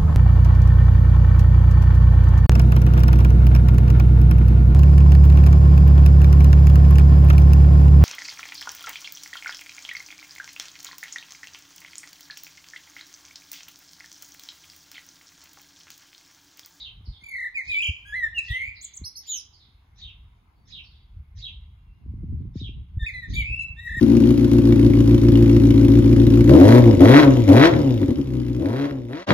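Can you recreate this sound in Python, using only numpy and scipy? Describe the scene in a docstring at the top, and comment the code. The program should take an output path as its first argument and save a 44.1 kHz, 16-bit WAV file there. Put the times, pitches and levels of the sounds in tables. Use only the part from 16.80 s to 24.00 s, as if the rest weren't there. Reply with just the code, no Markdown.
"""Wind thumps softly from the start: lumpy noise plus eddies of falling pitch, over a low drone and a faint wash.
Sparrows chirp from the outset, off among echoing house walls: short gliding partials, hoarse where pitch shakes.
A blackbird soon sings two fluty phrases, early and late: near-pure gliding whistles with weak breathy overtones.
Faint mid-scene whistles come from far-off birds. Throughout, two microphone ports hear the treble out of step."""
import sys
import numpy as np
from scipy import signal
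from scipy.fft import rfft, irfft, next_fast_len
from scipy.io import wavfile
from scipy.ndimage import uniform_filter1d, map_coordinates

SR = 44100
rng = np.random.default_rng(int(sys.argv[2]) if len(sys.argv) > 2 else 0)


def inscribe(sig):
    """Save sig as 16-bit PCM at rate SR to the path in sys.argv[1].

    A 1-D sig is mono; a 2-D sig holds one channel per row.
    Samples are clipped to [-1, 1] before scaling.
    """
    pcm = np.round(np.clip(np.atleast_2d(sig).T, -1, 1) * 32767)
    wavfile.write(sys.argv[1], SR, pcm.astype(np.int16))


N = 317520
TOP_HZ = 15850  # band limit


def amp(db):
    """dB to linear gain."""
    return 10 ** (np.asarray(db) / 20)


def unit(x):
    """x scaled to RMS 1."""
    return x / np.sqrt(np.mean(x ** 2) + 1e-20)


def along(points, hz):
    """(f/Hz, value) points read on a log frequency axis."""
    f, v = np.transpose(points)
    return np.interp(np.log(hz + 1), np.log(f + 1), v)


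def curves(rows, t):
    """Each column after the time, read at the times t."""
    s, *cols = np.transpose(rows)
    return [np.interp(t, s, c) for c in cols]


def wobble(rate_hz, size=N):
    """A smooth random curve, rate_hz knots a second."""
    knots = rng.standard_normal(int(size * rate_hz / SR) + 4)
    return map_coordinates(knots, [np.arange(size) * rate_hz / SR])


def filtered(x, response):
    """x times a complex response of frequency."""
    m = next_fast_len(N + SR // 2)
    spectrum = rfft(x, m) * response(np.fft.rfftfreq(m, 1 / SR))
    return irfft(spectrum, m)[..., :N]


def add(track, s, sound):
    """Mixes a sound into the track at time s."""
    at = round(s * SR) + np.arange(sound.shape[-1])
    inside = (at >= 0) & (at < N)
    track[..., at[inside]] += sound[..., inside]


def span(rows):
    """Sample times from the first row to the last."""
    return np.arange(rows[0][0], rows[-1][0], 1 / SR)


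def phase(hz):
    """Running phase in radians of a moving pitch."""
    return 2 * np.pi * np.cumsum(hz) / SR


def window(t, start, end):
    """1 between start and end, with 5 ms ramps inside."""
    return np.clip(np.minimum(t - start, end - t) / .005, 0, 1)


def tail(decays):
    """A diffuse echo tail, partly different at each port; each frequency dies at its own speed."""
    hz, t, z = signal.stft(rng.standard_normal((2, SR)), SR, nperseg=128)
    decay_db = -60 * t / along(decays, hz)[:, None]
    a, b = signal.istft(z * amp(decay_db), SR, nperseg=128)[1][:, :SR]
    return np.array([a, 0.36 * a + 1.106 * b]) / np.linalg.norm(a)


# echo decay off near roofs: f/Hz, t60/s
ROOF_DECAY = [(1500, 0.16), (4000, 0.3), (12000, 0.033)]
# echo decay off far walls: f/Hz, t60/s
WALL_DECAY = [(1500, 1), (3000, 0.83), (6000, 0.42), (12000, 0.12)]
SLAP_S, SLAP_DB, SLAP_BLUR_S = .097, -15, .00009  # facing wall's single dull echo; dB re straight sound


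def heard(sound, direct_db, near_db, far_db):
    """One call as it arrives: straight, off near roofs, off far walls 20 ms later, plus one slap."""
    far_tail = np.roll(tail(WALL_DECAY), round(.02 * SR), axis=1)
    path = amp(near_db) * tail(ROOF_DECAY) + amp(far_db) * far_tail
    path[:, 0] += amp(direct_db)
    slap = np.exp(-((np.arange(SR) / SR - SLAP_S) / SLAP_BLUR_S) ** 2)
    path += amp(direct_db + SLAP_DB) * slap / slap.sum()
    return signal.fftconvolve(sound[None], path, axes=1)


# eddies hitting the ports: t/s, level/dB before onset and decay
EDDIES = [(0.208, -50.5), (0.274, -44.5), (0.423, -51.5), (0.884, -55), (1.093, -38.5), (1.701, -56),
          (2.215, -36.5), (2.884, -56), (3.936, -60.5), (4.343, -59), (5.103, -64), (5.261, -38.5),
          (5.338, -32.5), (5.433, -31), (5.439, -29), (5.527, -33.5), (5.606, -36.5), (5.653, -33.5),
          (5.695, -49), (5.757, -22.5), (5.815, -28), (5.892, -31.5), (6.028, -54.5), (6.484, -43),
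          (6.589, -33.5), (6.702, -41.5), (6.789, -46.5), (6.862, -48), (7.111, -44.5), (7.169, -29.5)]
FAINT_COUNT, FAINT_DB = 18, -15.5  # faint eddies at chance times; mean dB re buffet curve
PUFF_HZ, REST_HZ = 322, 74.9  # pitch starts PUFF_HZ over REST_HZ


def eddies(buffet_db):
    """Single eddies hit sharply, fall in pitch and decay; each has a random port balance and polarity."""
    times_s = rng.uniform(0, N / SR, FAINT_COUNT)
    now = np.arange(N) / SR
    faint = [(s, np.interp(s, now, buffet_db) + FAINT_DB + 4 * rng.standard_normal()) for s in times_s]
    track, t = np.zeros(N), np.arange(SR // 10) / SR
    hz = REST_HZ + PUFF_HZ * np.exp(-t / 0.0074)
    onset = 1 - np.exp(-(t / 0.0032) ** 2)
    for s, db in EDDIES + faint:
        swing = np.sin(phase(hz) + rng.choice([0, np.pi]))
        decay = amp(db - 60 * t / 0.17)
        add(track, s - .002, decay * onset * swing)
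    balance_db = [[.6], [-.6]] * wobble(17)
    return track * amp(balance_db)


# wind strength: t/s, buffet level/dB before trim, flutter level/dB re buffet before trim
WIND_LEVELS = [(0, -55.5, -0.5), (.25, -45, -22), (.42, -58, -17), (.84, -66, -12), (.95, -54, -7),
               (1.4, -48, -27), (2.0, -58, -13), (2.4, -64, 4), (2.8, -58, -9), (3.45, -46, -22),
               (3.6, -62, -0.5), (3.9, -58, 3), (4.3, -46.5, -23), (4.95, -42.5, -24.5), (5.2, -54.5, 1.5),
               (5.28, -31, -1.5), (5.85, -34.5, 0.5), (6.1, -40, -7.5), (7.2, -39, -14)]
# short shoves: t/s, buffet level/dB before trim, half length (to 1/e)/s, flutter level/dB re buffet before trim
SHOVES = [(0.304, -27.5, 0.018, -32), (0.889, -45.5, 0.022, -20), (1.102, -26, 0.013, -22),
          (1.716, -28.5, 0.016, -20), (1.88, -45.5, 0.051, -21), (2.229, -33.5, 0.027, -10),
          (3.283, -43.5, 0.023, -15), (4.388, -39.5, .03, -18), (4.57, -41, 0.033, -27),
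          (5.094, -40, 0.024, -8.5), (5.416, -45.5, 0.034, -10), (6.173, -28, 0.009, -5),
          (6.233, -25, 0.014, -12.5), (6.511, -33.5, 0.025, 15), (6.584, -28, 0.057, -9.5),
          (6.714, -29, 0.031, -12), (6.932, -35.5, 0.044, -21), (7.194, -32, 0.045, -3.5)]
# buffet spectrum: f/Hz, relative level/dB per Hz
BUFFET_SPECTRUM = [(12, -44), (20, -22), (38, 1.5), (64, 6.5), (86, 3.5), (200, -19), (260, -49),
                   (440, -120)]
# flutter spectrum: f/Hz, relative level/dB per Hz
FLUTTER_SPECTRUM = [(47, -33), (80, -1), (258, -14.5), (388, -32.5), (579, -51), (700, -74), (910, -96),
                    (1540, -120)]
WIND_TRIM_DB, FLUTTER_TRIM_DB = -1.5, -6.5


def wind():
    """Turbulence at the ports: lumpy low buffeting, alike at both, partly unlike flutter, and eddies."""
    now = np.arange(N) / SR
    buffet_db, flutter_db = curves(WIND_LEVELS, now)
    shoves, flaps = sum(amp([[db], [db + above_db]]) * np.exp(-((now - s) / half_s) ** 2)
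                        for s, db, half_s, above_db in SHOVES)
    lumps = wobble(12)  # shared by buffet and flutter
    low = filtered(rng.standard_normal(N), lambda hz: amp(along(BUFFET_SPECTRUM, hz)))
    buffet = unit(low * amp(2.4 * lumps))
    mid, side = filtered(rng.standard_normal((2, N)), lambda hz: amp(along(FLUTTER_SPECTRUM, hz)))
    high = mid + 0.56 * np.array([side, -side])
    flutter = unit(high * amp(4 * lumps + 3 * wobble(40)))
    steady = amp(buffet_db + 0.87 * wobble(12))
    buffeting = (steady + shoves) * buffet
    fluttering = amp(FLUTTER_TRIM_DB) * (steady * amp(flutter_db) + flaps) * flutter
    return amp(WIND_TRIM_DB) * (buffeting + fluttering) + eddies(buffet_db)


# drone spectrum: f/Hz, relative level/dB per Hz
DRONE_SPECTRUM = [(24, -30), (40, 1.5), (70, -22.5), (109, -10), (345, -20), (500, -28.5), (650, -62.5),
                  (1100, -120)]


def traffic():
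    """A low steady drone under the wind: shaped noise, mostly alike at both ports."""
    mid, side = filtered(rng.standard_normal((2, N)), lambda hz: amp(along(DRONE_SPECTRUM, hz)))
    return amp(-69.5) * unit(mid + .3 * np.array([side, -side]))


# distant hiss spectrum: f/Hz, relative level/dB per Hz
TOWN_SPECTRUM = [(350, -12), (600, -15), (717, -8.5), (996, -5.5), (1920, -16.5), (2080, -7.5), (2700, -17),
                 (3510, -18.5), (7860, -34.5), (8650, -31.5), (12000, -28), (15800, -34)]
# hiss level: t/s, level/dB before TOWN_TRIM_DB
TOWN_LEVELS = [(0.0, -78.5), (1.46, -77.5), (1.62, -79.5), (3.3, -80), (6.05, -83), (6.92, -77.5),
               (7.2, -81)]
# likeness of the hiss at the two ports: f/Hz, correlation
TOWN_LIKENESS = [(100, 1), (300, 0.27), (700, 0.22), (4000, 0.2), (9000, 0.98)]
TOWN_TRIM_DB = 10.0


def town():
    """A faint wash of noise, gently uneven in time and pitch; port likeness depends on frequency."""
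    z = signal.stft(rng.standard_normal((2, N)), nperseg=512)[2]
    field = uniform_filter1d(rng.standard_normal(z.shape[1:]), size=6, axis=0)
    field = uniform_filter1d(field, size=14, axis=1)
    pair = signal.istft(z * amp(1.7 * unit(field)), nperseg=512)[1][:, :N]

    def mid_side(hz):
        angle = np.arccos(np.clip(along(TOWN_LIKENESS, hz), -1, 1)) / 2
        return amp(along(TOWN_SPECTRUM, hz)) * [np.cos(angle), np.sin(angle)]
    mid, side = filtered(pair, mid_side)
    level_db = curves(TOWN_LEVELS, np.arange(N) / SR)[0] + TOWN_TRIM_DB
    return amp(level_db) * unit(np.array([mid + side, mid - side]))


SPARROW_TOP_HZ, FADE_DB_PER_KHZ = 6430, 11  # partials fade above this


def sparrow(calls, shape, **path):
    """One call shape, repeated; hoarseness shakes the pitch fast and smears the lines."""
    voice = np.zeros((2, N))
    t = span(shape)
    hz, *levels_db, hoarse = curves(shape, t)
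    for s, db, factor in calls:
        shaken_hz = factor * hz * (1 + hoarse * wobble(900, size=len(t)))
        turn = phase(shaken_hz)
        wave = np.zeros(len(t))
        for k, level_db in enumerate(levels_db, start=1):
            fade_db = FADE_DB_PER_KHZ * np.maximum(k * shaken_hz - SPARROW_TOP_HZ, 0) / 1e3
            wave += amp(level_db - fade_db) * np.sin(k * turn)
        shake_db = 3.5 * wobble(250, size=len(t))
        wave = window(t, t[0], t[-1]) * amp(db + shake_db) * wave
        add(voice, s + t[0], heard(wave, **path))
    return voice


# near calls: t/s, level/dB before path, pitch factor
NEAR_CALLS = [(.003, -42.5, .98), (.895, -43.5, 0.95), (1.687, -44.5, 0.93), (2.48, -42.5, 0.97),
              (3.218, -45.5, 0.94), (3.921, -45, 0.94), (4.617, -43, 0.96), (5.799, -44.5, 0.95),
              (6.537, -43, 0.93)]
# chirp shape: t/s from loud onset, f/Hz before pitch factor, pitch, octave, twelfth level/dB re call, hoarseness 0-1
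CHIRP_SHAPE = [(-.07, 1910, -45, -35.5, -37.5, 0), (-.04, 2050, -26.5, -18.5, -18, 0.17),
               (-.015, 2380, -21, -8, -22.5, 0.08), (-.008, 3240, -13.5, -20.5, -37, 0.06),
               (.004, 4080, 2.5, -37, -56.5, 0.01), (.028, 3713, -1.5, -36, -56, 0.08),
               (.05, 3343, -1, -35.5, -54.5, 0.04), (.072, 2958, -4.5, -34.5, -54, 0.05),
               (.092, 2490, -17.5, -38, -55.5, 0.07)]


def near_sparrow():
    """Nearer sparrow: rising then falling chirps."""
    return sparrow(NEAR_CALLS, CHIRP_SHAPE, direct_db=-6.0, near_db=1.5, far_db=-13.0)


# far calls: t/s, level/dB before path, pitch factor
FAR_CALLS = [(.25, -60.5, 0.98), (1.95, -61, 0.97), (2.725, -64.5, 1.03), (4.035, -67, 1.0)]
# cheep shape: t/s from loud onset, f/Hz before pitch factor, pitch, octave, twelfth level/dB re call, hoarseness 0-1
CHEEP_SHAPE = [(-.015, 3800, -21, -39, -67, .08), (0, 5600, 1, -6, -65, .06),
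               (.012, 4362, 10.5, -40, -70, 0.059), (.035, 5056, -3.5, -55, -66, 0.04),
               (.055, 4410, -18, -52, -56, 0.12), (.075, 3903, 8, -40, -59, .05),
               (.095, 3250, 2, -37, -67, .05), (0.132, 3670, -9.5, -42, -77, 0.069),
               (.15, 3134, -15.5, -75, -48, .06)]


def far_sparrow():
    """Further sparrow: zigzag cheeps with more far-wall echo."""
    return sparrow(FAR_CALLS, CHEEP_SHAPE, direct_db=-15, near_db=-3, far_db=-2)


def repeated(figure, calls):
    """The notes of a figure, placed, scaled and transposed for each call."""
    notes = []
    for s, db, factor in calls:
        for octave_db, over_db, rows in figure:
            placed = [(s + at, factor * hz, level + db) for at, hz, level in rows]
            notes.append((octave_db + db, over_db + db, placed))
    return notes


# fluty notes: octave level/dB, higher overtones level/dB, rows of (t/s, f/Hz, level/dB); dB before path
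SONG_NOTES = [ (-67, -69.5, [(0.41, 2150, -59), (0.43, 2120, -56.5), (0.44, 2290, -48.5), (0.48, 2250, -45),
              (0.525, 2121, -41.5)]), (-62.5, -73, [(0.52, 2157, -34.5), (0.56, 2074, -31),
              (0.6, 1963, -33.5), (0.665, 1897, -30.5), (0.69, 1870, -42)]), (-61, -67, [(0.74, 2267, -50),
              (0.757, 2483, -32), (0.78, 2198, -25), (0.81, 2010, -34), (0.822, 1776, -42)]),
              (-57.5, -63, [(0.872, 2420, -45), (0.9, 2490, -23.5), (0.96, 2254, -27.5), (0.99, 2392, -19),
              (1.007, 2674, -29), (1.02, 2363, -22)]), (-56.5, -55, [(1.016, 2378, -23.5),
              (1.023, 2769, -25), (1.06, 2751, -25.5), (1.092, 2729, -28), (1.103, 2580, -30.5)]),
              (-56, -75.5, [(1.248, 1544, -60.5), (1.26, 1618, -48), (1.285, 1660, -42.5),
              (1.325, 1680, -45.5)]), (-54.5, -67.5, [(1.322, 1677, -37), (1.335, 1714, -30.5),
              (1.36, 2068, -30), (1.39, 2004, -29.5), (1.415, 1925, -36), (1.44, 1850, -22.5),
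              (1.482, 1734, -34.5)]), (-59, -59.5, [(1.543, 2865, -46), (1.565, 2861, -31.5),
              (1.585, 2687, -20), (1.597, 2545, -27), (1.61, 2292, -37)]),
              (-68, -65.5, [(1.677, 1973, -45.5), (1.72, 1888, -29.5), (1.74, 2023, -31.5),
              (1.77, 2029, -28.5), (1.8, 2115, -34), (1.825, 2131, -26.5), (1.85, 2262, -35.5),
              (1.89, 2360, -32), (1.91, 2380, -47.5)]), (-52, -92, [(2.465, 7160, -57.5), (2.5, 7020, -31),
              (2.54, 6550, -29.5), (2.58, 5630, -37), (2.615, 4710, -50.5)]),
              (-48.5, -79, [(6.192, 1784, -51), (6.21, 1830, -44), (6.235, 1760, -38), (6.258, 1900, -39)]),
              (-61.5, -67.5, [(6.258, 1900, -40), (6.267, 2554, -29), (6.29, 2210, -31),
              (6.31, 1804, -38.5)]), (-53, -76, [(6.333, 2116, -40.5), (6.345, 2018, -35),
              (6.39, 1978, -37), (6.415, 1970, -52), (6.435, 1880, -33.5), (6.47, 1753, -50.5)]),
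              (-48, -53, [(6.533, 2130, -47.5), (6.545, 2313, -45.5), (6.565, 2210, -37)]),
              (-64, -65, [(6.56, 2378, -28.5), (6.6, 2330, -27), (6.63, 2171, -29.5)]),
              (-68, -70, [(6.625, 2111, -34.5), (6.67, 2433, -33.5), (6.71, 2529, -34),
              (6.745, 2633, -28.5), (6.78, 2690, -31.5), (6.82, 2644, -22), (6.852, 2684, -30)]),
              (-49, -75.5, [(6.962, 1735, -60), (6.975, 1809, -53.5), (7.0, 1868, -37.5),
              (7.016, 1950, -56)]), (-53.5, -66, [(7.014, 1930, -47), (7.058, 1899, -35.5),
              (7.075, 1894, -29.5), (7.1, 1850, -35), (7.149, 1880, -31), (7.161, 1850, -36),
              (7.172, 1889, -27), (7.199, 1848, -25.5)]), ]
# up-down squeak: octave level/dB, overtones level/dB, rows of (t/s from start, f/Hz, level/dB); before call scaling
FLICK_FIGURE = [(-57, -100, [(0, 5920, -41.5), (.015, 7300, -45.5), (.028, 8470, -48.5),
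                (.036, 7500, -36.5), (.046, 6046, -29.5)])]
# squeak from both sides of the voice box: same columns
DUET_FIGURE = [(-56, -70, [(0, 3900, -38), (.016, 5050, -40.5), (.031, 5250, -36), (.065, 5310, -60)]),
               (-53.5, -100, [(.006, 4934, -54.5), (.018, 5900, -39.5), (.04, 5734, -43),
               (.06, 6260, -70)])]
# flick repeats: t/s, level/dB offset, pitch factor
FLICK_CALLS = [(2.01, 1.5, 1.01), (2.135, -2.5, .99)]
# duet repeats: t/s, level/dB offset, pitch factor
DUET_CALLS = [(2.238, 0, .99), (2.353, -2.5, 1.02)]
# warbles: start t/s, end t/s, rate f/Hz, pitch swing/Hz, level swing/dB
WARBLE_SPANS = [(.428, .53, 38.5, 70, 6.5), (0.528, .69, 33, 109.4, 2), (1.018, 1.103, 35.5, 430, -0.15),
                (1.78, 1.91, 110, 79.6, 0.5), (6.622, 6.725, 95, 69.77, 4), (6.724, 6.812, 63, 25.13, 3.5),
                (7.073, 7.162, 39, 108.3, -1)]
# alternate cycles differ: start t/s, end t/s, half-order partials level/dB re whistle
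DOUBLING_SPANS = [(1.579, 1.597, -25.5), (6.792, 6.857, -36.5)]
# throat colour of the higher overtones: f/Hz, level/dB
THROAT_COLOUR = [(4500, -2), (5500, 5.5), (7000, 8.5), (9000, 2), (11500, 4), (13500, -10.5), (15500, -12)]
OCTAVE_FOLLOWS, OVER_FOLLOWS = .55, 1  # dB lost per dB that the note is under its loudest
SNAP = 1.1  # warble dwell at top and bottom: near 0 smooth, 3 square


def blackbird():
    """A nearly pure whistle with weak breathy overtones; some notes warble or double their period."""
    song = np.zeros((2, N))
    for octave_db, over_db, note in (SONG_NOTES + repeated(FLICK_FIGURE, FLICK_CALLS)
                                     + repeated(DUET_FIGURE, DUET_CALLS)):
        t = span(note)
        hz, db = curves(note, t)
        under_db = db - db.max()
        pulse_db = np.zeros(len(t))
        for start, end, rate_hz, swing_hz, swing_db in WARBLE_SPANS:
            cycle = np.cos(2 * np.pi * rate_hz * (t - start))
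            beat = -np.tanh(SNAP * cycle) / np.tanh(SNAP) * window(t, start, end)
            hz = hz + swing_hz * beat
            pulse_db = pulse_db + swing_db * beat
        # overtones thin out while the pitch jumps
        leap_per_s = uniform_filter1d(np.abs(np.gradient(np.log(hz), t)), size=130)
        turn = phase(hz * (1 + .004 * wobble(150, size=len(t))))

        def breath(share):
            return 1 - share + share * wobble(350, size=len(t))
        over = np.zeros(len(t))
        for k in range(3, 9):
            colour = amp(along(THROAT_COLOUR, k * hz)) * (k * hz < TOP_HZ)
            over += colour * breath(.6) * np.sin(k * turn)
        half = sum(amp(level_db) * window(t, start, end) for start, end, level_db in DOUBLING_SPANS)
        whistle = amp(db) * (np.sin(turn) + half * (np.sin(3 * turn / 2) + np.sin(5 * turn / 2)))
        octave = amp(octave_db + OCTAVE_FOLLOWS * under_db) * breath(.3) * np.sin(2 * turn)
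        upper = octave + amp(over_db + OVER_FOLLOWS * under_db - .45 * leap_per_s) * over
        shape = window(t, t[0], t[-1]) * amp(pulse_db)
        add(song, t[0], heard(shape * whistle, direct_db=2.0, near_db=-5.5, far_db=-18.5))
        add(song, t[0], heard(shape * upper, direct_db=7.5, near_db=0, far_db=-3))
    return song


# whistles of far-off birds, one list each: t/s, f/Hz, level/dB before path
FAR_WHISTLES = [
    [(3.76, 4410, -75.5), (3.8, 4570, -80), (3.86, 4540, -76.5)],
    [(4.98, 2730, -76), (5.06, 2810, -80.5), (5.11, 2690, -71), (5.17, 2820, -73), (5.25, 2704, -83)],
]


def far_birds():
    """Thin whistles, wavering in pitch and level, with a light echo."""
    out = np.zeros((2, N))
    for note in FAR_WHISTLES:
        t = span(note)
        hz, db = curves(note, t)
        level = amp(db + 1.3 * wobble(40, size=len(t)))
        tone = np.sin(phase(hz * (1 + 0.013 * wobble(60, size=len(t)))))
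        wave = window(t, t[0], t[-1]) * level * tone
        add(out, t[0], heard(wave, direct_db=-2, near_db=-16.0, far_db=-14.5))
    return out


def scene():
    """Sum of all sources at the two ports."""
    air = wind() + traffic() + town()
    return air + near_sparrow() + far_sparrow() + blackbird() + far_birds()


# port mismatch: f/Hz, right's lead/rad, left over right level/dB
PORT_MISMATCH = [(300, 0, 0), (700, .1, 1), (1200, 1.5, 3), (1750, .7, 3), (2070, .9, 0), (2410, 2.8, -1),
                 (2750, 6, 0), (3200, 5, -1), (4130, 6.1, -1), (4820, 5.3, -4), (5170, 7.6, -3),
                 (5860, 9, -4), (6200, 12, -4), (6550, 12.7, -5), (7200, 12.7, 3), (7600, 14.2, 0),
                 (8270, 15.5, 0), (11000, 18.9, 0), (15500, 25, 0)]


def record(dry):
    """Each port colours and shifts the sound in its own way; nothing above the band limit is kept."""
    def ports(hz):
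        f, lead_rad, tilt_db = np.transpose(PORT_MISMATCH)
        # half the mismatch on each port
        half = amp(np.interp(hz, f, tilt_db) / 2) * np.exp(-.5j * np.interp(hz, f, lead_rad))
        return np.array([half, 1 / half]) * (hz < TOP_HZ)
    return filtered(dry, ports)


dry = scene()
out = record(dry)
inscribe(out)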